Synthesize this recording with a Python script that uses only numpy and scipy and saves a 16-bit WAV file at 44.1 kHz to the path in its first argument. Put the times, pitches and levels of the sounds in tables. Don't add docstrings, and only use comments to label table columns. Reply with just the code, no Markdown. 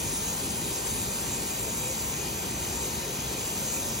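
import sys
import numpy as np
from scipy import signal
from scipy.fft import rfft, irfft, next_fast_len
from scipy.io import wavfile
from scipy.ndimage import uniform_filter1d, map_coordinates

SR = 44100
rng = np.random.default_rng(int(sys.argv[2]) if len(sys.argv) > 2 else 0)


def transcribe(u):
    v = np.clip(np.atleast_2d(u).T, -1, 1)
    q = np.round(v * 32767).astype(np.int16)
    wavfile.write(sys.argv[1], SR, q)


N = 176400


def amp(db):
    return 10 ** (np.asarray(db) / 20)


def along(points, hz):
    knots_hz, values = np.transpose(points)
    return np.interp(np.log(hz + 1), np.log(knots_hz + 1), values)


def curve(points):
    return np.interp(np.arange(N) / SR, *np.transpose(points))


def wobble(per_s):
    return map_coordinates(rng.standard_normal(2048), [np.arange(N) * per_s / SR], mode="wrap")


def swell(centre_s, length_s):
    return np.exp(-(2 * (np.arange(N) / SR - centre_s) / length_s) ** 2)


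def filtered(x, response):
    size = next_fast_len(N + 8192)
    return irfft(rfft(x, size) * response(np.fft.rfftfreq(size, 1 / SR)), size)[..., :N]


def stereo_gains(balance_db, lead_rad):
    half = np.array([[.5], [-.5]])
    gain = amp(half * balance_db)
    return gain / np.sqrt(np.mean(gain ** 2, axis=0)) * np.exp(1j * half * lead_rad)


ECHO_DB, ECHO_SPAN_S = -13.5, .035


def echoes(x, count):
    delays_s = rng.uniform(.15, 1, count) * ECHO_SPAN_S
    signs = rng.choice([-1, 1], count)
    copies = sum(sign * np.roll(x, int(s * SR), axis=1) for s, sign in zip(delays_s, signs))
    return x + amp(ECHO_DB) / np.sqrt(count) * filtered(copies, lambda hz: hz / (hz + 300))


# f/Hz, width/Hz, lift/dB
SHEET_RESONANCES = [(139, 16, 1.5), (194, 4.3, 1), (374, 19, 0.5), (524, 48, 2.5), (1368, 32, 3),
                    (1900, 70, 3), (3890, 48, 3.5), (4440, 70, -3.5), (5310, 78, 9), (6460, 160, 3),
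                    (9320, 160, 3.5), (10150, 87, 1.5)]


def resonance_db(hz):
    return sum(db / (1 + (2 * (hz - centre_hz) / width_hz) ** 2)
               for centre_hz, width_hz, db in SHEET_RESONANCES)


STEREO_COHERENCE = [(40, 0.99), (200, 0.89), (480, 0.66), (700, 0.19), (950, 0.59), (1400, 0.13),
                    (2150, 0.36), (2400, 0.81), (3500, 0.38), (3950, 0.76), (5100, 0.49), (5600, .93),
                    (6800, .8), (7500, .93), (7950, 1), (8650, 1), (9100, .82), (10400, .76), (11200, .98),
                    (12200, .98), (12700, .76), (14000, .82), (14600, 1), (15200, 1), (15800, .9)]
STEREO_BALANCE = [(60, 0.2), (300, 0.7), (750, 3.1), (1100, 2.5), (1800, 0.3), (2450, -0.4), (2900, 4.3),
                  (4000, 1.9), (5000, 7.4), (5550, 0.1), (6500, 2.6), (7900, 0)]
STEREO_LEAD = [(60, 0), (700, .4), (1200, 1), (1700, -.5), (2400, .1), (2800, 1.3), (3350, 1.7),
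               (3650, -.4), (4900, .4), (5700, -.1), (6500, -.55), (7500, -2.3), (7950, -3.1), (8650, -3.2),
               (9100, -3.9), (10000, -4.9), (11100, -6.2), (12200, -6.4), (12700, -7.4), (14000, -8.5),
               (14600, -9.35), (15200, -9.5), (15800, -9.8)]


def rush(spectrum, patchy_db):
    def mid_side_gains(hz):
        angle = np.arccos(np.clip(along(STEREO_COHERENCE, hz), 0, 1)) / 2
        return amp(along(spectrum, hz) + resonance_db(hz)) * np.array([np.cos(angle), np.sin(angle)])

    bins = signal.stft(rng.standard_normal((2, N)), nperseg=1024)[2]
    patches = uniform_filter1d(rng.standard_normal(bins.shape[1:]), size=5, axis=0)
    patches = uniform_filter1d(patches, size=8, axis=1)
    noise = signal.istft(bins * amp(patchy_db * patches / patches.std()), nperseg=1024)[1][:, :N]
    noise = echoes(noise, count=14)
    noise = noise / noise.std() * np.sqrt(SR / 2)
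    mid, side = filtered(noise, mid_side_gains)
    pair = np.array([mid + side, mid - side])
    return filtered(pair, lambda hz: stereo_gains(along(STEREO_BALANCE, hz), along(STEREO_LEAD, hz)))


JET_SPECTRUM = [(3500, -125), (5100, -91), (5450, -81), (6100, -70.9), (6700, -71.9), (7000, -69),
                (7450, -66.6), (7800, -66.4), (8100, -69.8), (8450, -75.8), (9100, -74.9), (9400, -72.2),
                (9600, -75), (9900, -72.6), (10500, -78.3), (10850, -76.6), (11200, -82.6), (11600, -84.2),
                (11900, -86.2), (12950, -76.3), (14000, -74.3), (15500, -68.7), (16500, -72)]
BAND_CENTRES_HZ = [6600, 7400, 9850, 11500, 13300, 15000]
# t/s, level/dB
BAND_1_GAIN = [(0.0, 0.9), (0.1, 2.8), (0.15, 0.2), (0.3, 1.7), (0.7, -1.8), (0.75, 1.0), (1.0, -0.5),
               (1.2, 0.8), (1.6, -1.1), (2.1, 0.8), (2.4, -1.9), (2.75, 1.5), (2.8, -0.5), (2.9, 0.7),
               (3.15, -1.3), (3.65, 1.6), (3.7, 3.6), (3.99, 0.9)]
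BAND_2_GAIN = [(0, 1), (.5, .4), (.8, 1.7), (1.55, 1.4), (1.8, 1.6), (2.3, -1.2), (2.9, -1.1), (3.1, -3),
               (3.35, -2.4), (3.45, .6), (3.62, -.8), (3.75, 3.6), (3.81, -.6), (4, -1.2)]
BAND_3_GAIN = [(0, 2.7), (.6, 1.2), (.9, 1.4), (1.7, -.9), (2.1, -1), (3.05, -1.1), (3.25, -2.6), (3.5, .4),
               (4, -.3)]
BAND_4_GAIN = [(0, .9), (.6, -.6), (1.1, 1.5), (1.35, -.4), (2.05, 1.1), (2.25, -.6), (2.75, 1.6),
               (3.25, 0), (3.7, 2.8), (4, .6)]
BAND_5_GAIN = [(0, -.8), (.5, -.9), (1.4, 2.4), (2.1, 1.6), (2.25, 0), (2.85, .3), (3.2, -1), (3.45, 1.4),
               (4, 1.6)]
BAND_6_GAIN = [(0, 1.5), (.25, 2.5), (.4, 1.7), (1.85, -.3), (2.15, 1.6), (2.4, -.9), (2.7, -1.6), (4, 1.9)]
NOTE_GAIN = [(0, 3.5), (1.6, 3.5), (2.2, -1), (4, -2)]
NOTE_HZ, NOTE_WIDTH_HZ = 9920, 260
JET_GAIN_DB, JET_FLUTTER_DB, BAND_SWAY_DB = -1.5, .5, .5


def jet():
    hiss = rush(JET_SPECTRUM, patchy_db=2.1)
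    note = filtered(hiss, lambda hz: 1 / (1 + (2 * (hz - NOTE_HZ) / NOTE_WIDTH_HZ) ** 2))
    hiss = hiss + note * (amp(curve(NOTE_GAIN)) - 1)
    band_gains = (BAND_1_GAIN, BAND_2_GAIN, BAND_3_GAIN, BAND_4_GAIN, BAND_5_GAIN, BAND_6_GAIN)
    out = np.zeros((2, N))
    for share, gain in zip(np.eye(len(BAND_CENTRES_HZ)), band_gains):
        band = filtered(hiss, lambda hz: np.interp(hz, BAND_CENTRES_HZ, share))
        out += band * amp(curve(gain) + BAND_SWAY_DB * wobble(per_s=35))
    return out * amp(JET_GAIN_DB + JET_FLUTTER_DB * wobble(per_s=45))


WHISTLE_SPECTRUM = [(2150, -115), (2340, -77.5), (2440, -74), (2600, -76.5), (2800, -115)]  # f/Hz, level/dB
WHISTLE_FLARES = [(1.86, .09, 6), (3.76, .09, 6.5)]  # t/s, length/s, lift/dB
WHISTLE_ROUGH_DB = 1.6


def whistle():
    flare_db = sum(db * swell(s, length_s) for s, length_s, db in WHISTLE_FLARES)
    return rush(WHISTLE_SPECTRUM, patchy_db=1.5) * amp(flare_db + WHISTLE_ROUGH_DB * wobble(per_s=35))


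SPRAY_SPECTRUM = [(500, -115), (1000, -81), (1300, -79.5), (1700, -78.5), (2250, -76.5), (2450, -80.5),
                  (2750, -78.5), (2900, -73.5), (3080, -77), (3270, -73.5), (3500, -79), (3700, -76.5),
                  (4350, -76), (5000, -75.5), (5450, -87.5), (6000, -75), (9000, -120)]
SPRAY_FLUTTER_DB = .4


def spray():
    return rush(SPRAY_SPECTRUM, patchy_db=1.48) * amp(SPRAY_FLUTTER_DB * wobble(per_s=30))


TANK_SPECTRUM = [(20, -94.3), (36, -83), (44, -75.5), (52, -65), (68, -62.2), (86, -65), (115, -62),
                 (230, -63.5), (265, -66), (400, -65.5), (530, -71), (650, -72), (950, -72), (1300, -80.5),
                 (2200, -105), (4000, -130)]
RUMBLE_HEAVES = [(.45, .07, 3.8), (.84, .08, -2.5), (1.4, .16, 1.6), (2.51, .08, 2.6), (3.06, .08, -3.5),
                 (3.31, .07, -3.3), (3.52, .09, -3), (3.61, .06, 3)]
RUMBLE_CORNERS_HZ = [60, 100, 270, 360]


def tank():
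    churn = rush(TANK_SPECTRUM, patchy_db=1.15)
    heave_db = sum(db * swell(s, length_s) for s, length_s, db in RUMBLE_HEAVES)
    rumble = filtered(churn, lambda hz: np.interp(hz, RUMBLE_CORNERS_HZ, [0, 1, 1, 0]))
    return churn + rumble * (amp(heave_db) - 1)


MACHINE_TONES = [(49.5, -57, 0), (936.5, -53.7, 1.8), (790, -57.5, 2.2), (1547, -63.5, -1.8),
                 (2053, -63, -2.3)]
TONE_DRIFT_RATIO, TONE_WAVER_DB = .0012, 2.3


def machine():
    out = np.zeros((2, N))
    for hz, db, lead_rad in MACHINE_TONES:
        phase = 2 * np.pi * np.cumsum(hz * (1 + TONE_DRIFT_RATIO * wobble(per_s=12))) / SR
        tone = np.sqrt(2) * amp(db + TONE_WAVER_DB * wobble(per_s=7.09)) * np.exp(1j * phase)
        out += np.real(tone * stereo_gains(along(STEREO_BALANCE, hz), lead_rad))
    return out


AIR_POCKETS = [(1.65, .12, 640, 150, -52), (1.87, .15, 510, 0, -42.5), (2.76, .1, 918, 0, -47),
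               (3.07, .13, 540, 0, -48), (3.62, .12, 545, -150, -49), (3.74, .09, 735, 0, -51),
               (3.8, .15, 550, 600, -47)]
GURGLE_JITTER_HZ, GURGLE_ROUGH_DB = 12, 2.2


def gurgles():
    out, t = np.zeros((2, N)), np.arange(N) / SR
    for s, length_s, hz, glide_hz_per_s, db in AIR_POCKETS:
        pitch_hz = hz + glide_hz_per_s * (t - s) + GURGLE_JITTER_HZ * wobble(per_s=60)
        envelope = np.sqrt(2) * swell(s, length_s) * amp(db + GURGLE_ROUGH_DB * wobble(per_s=60))
        tone = envelope * np.exp(2j * np.pi * np.cumsum(pitch_hz) / SR)
        out += np.real(tone * stereo_gains(along(STEREO_BALANCE, hz), along(STEREO_LEAD, hz)))
    return out


def scene():
    return jet() + whistle() + spray() + tank() + machine() + gurgles()


CUTOFF_HZ = 15800


def record(dry):
    return filtered(dry, lambda hz: hz < CUTOFF_HZ)


dry = scene()
out = record(dry)
transcribe(out)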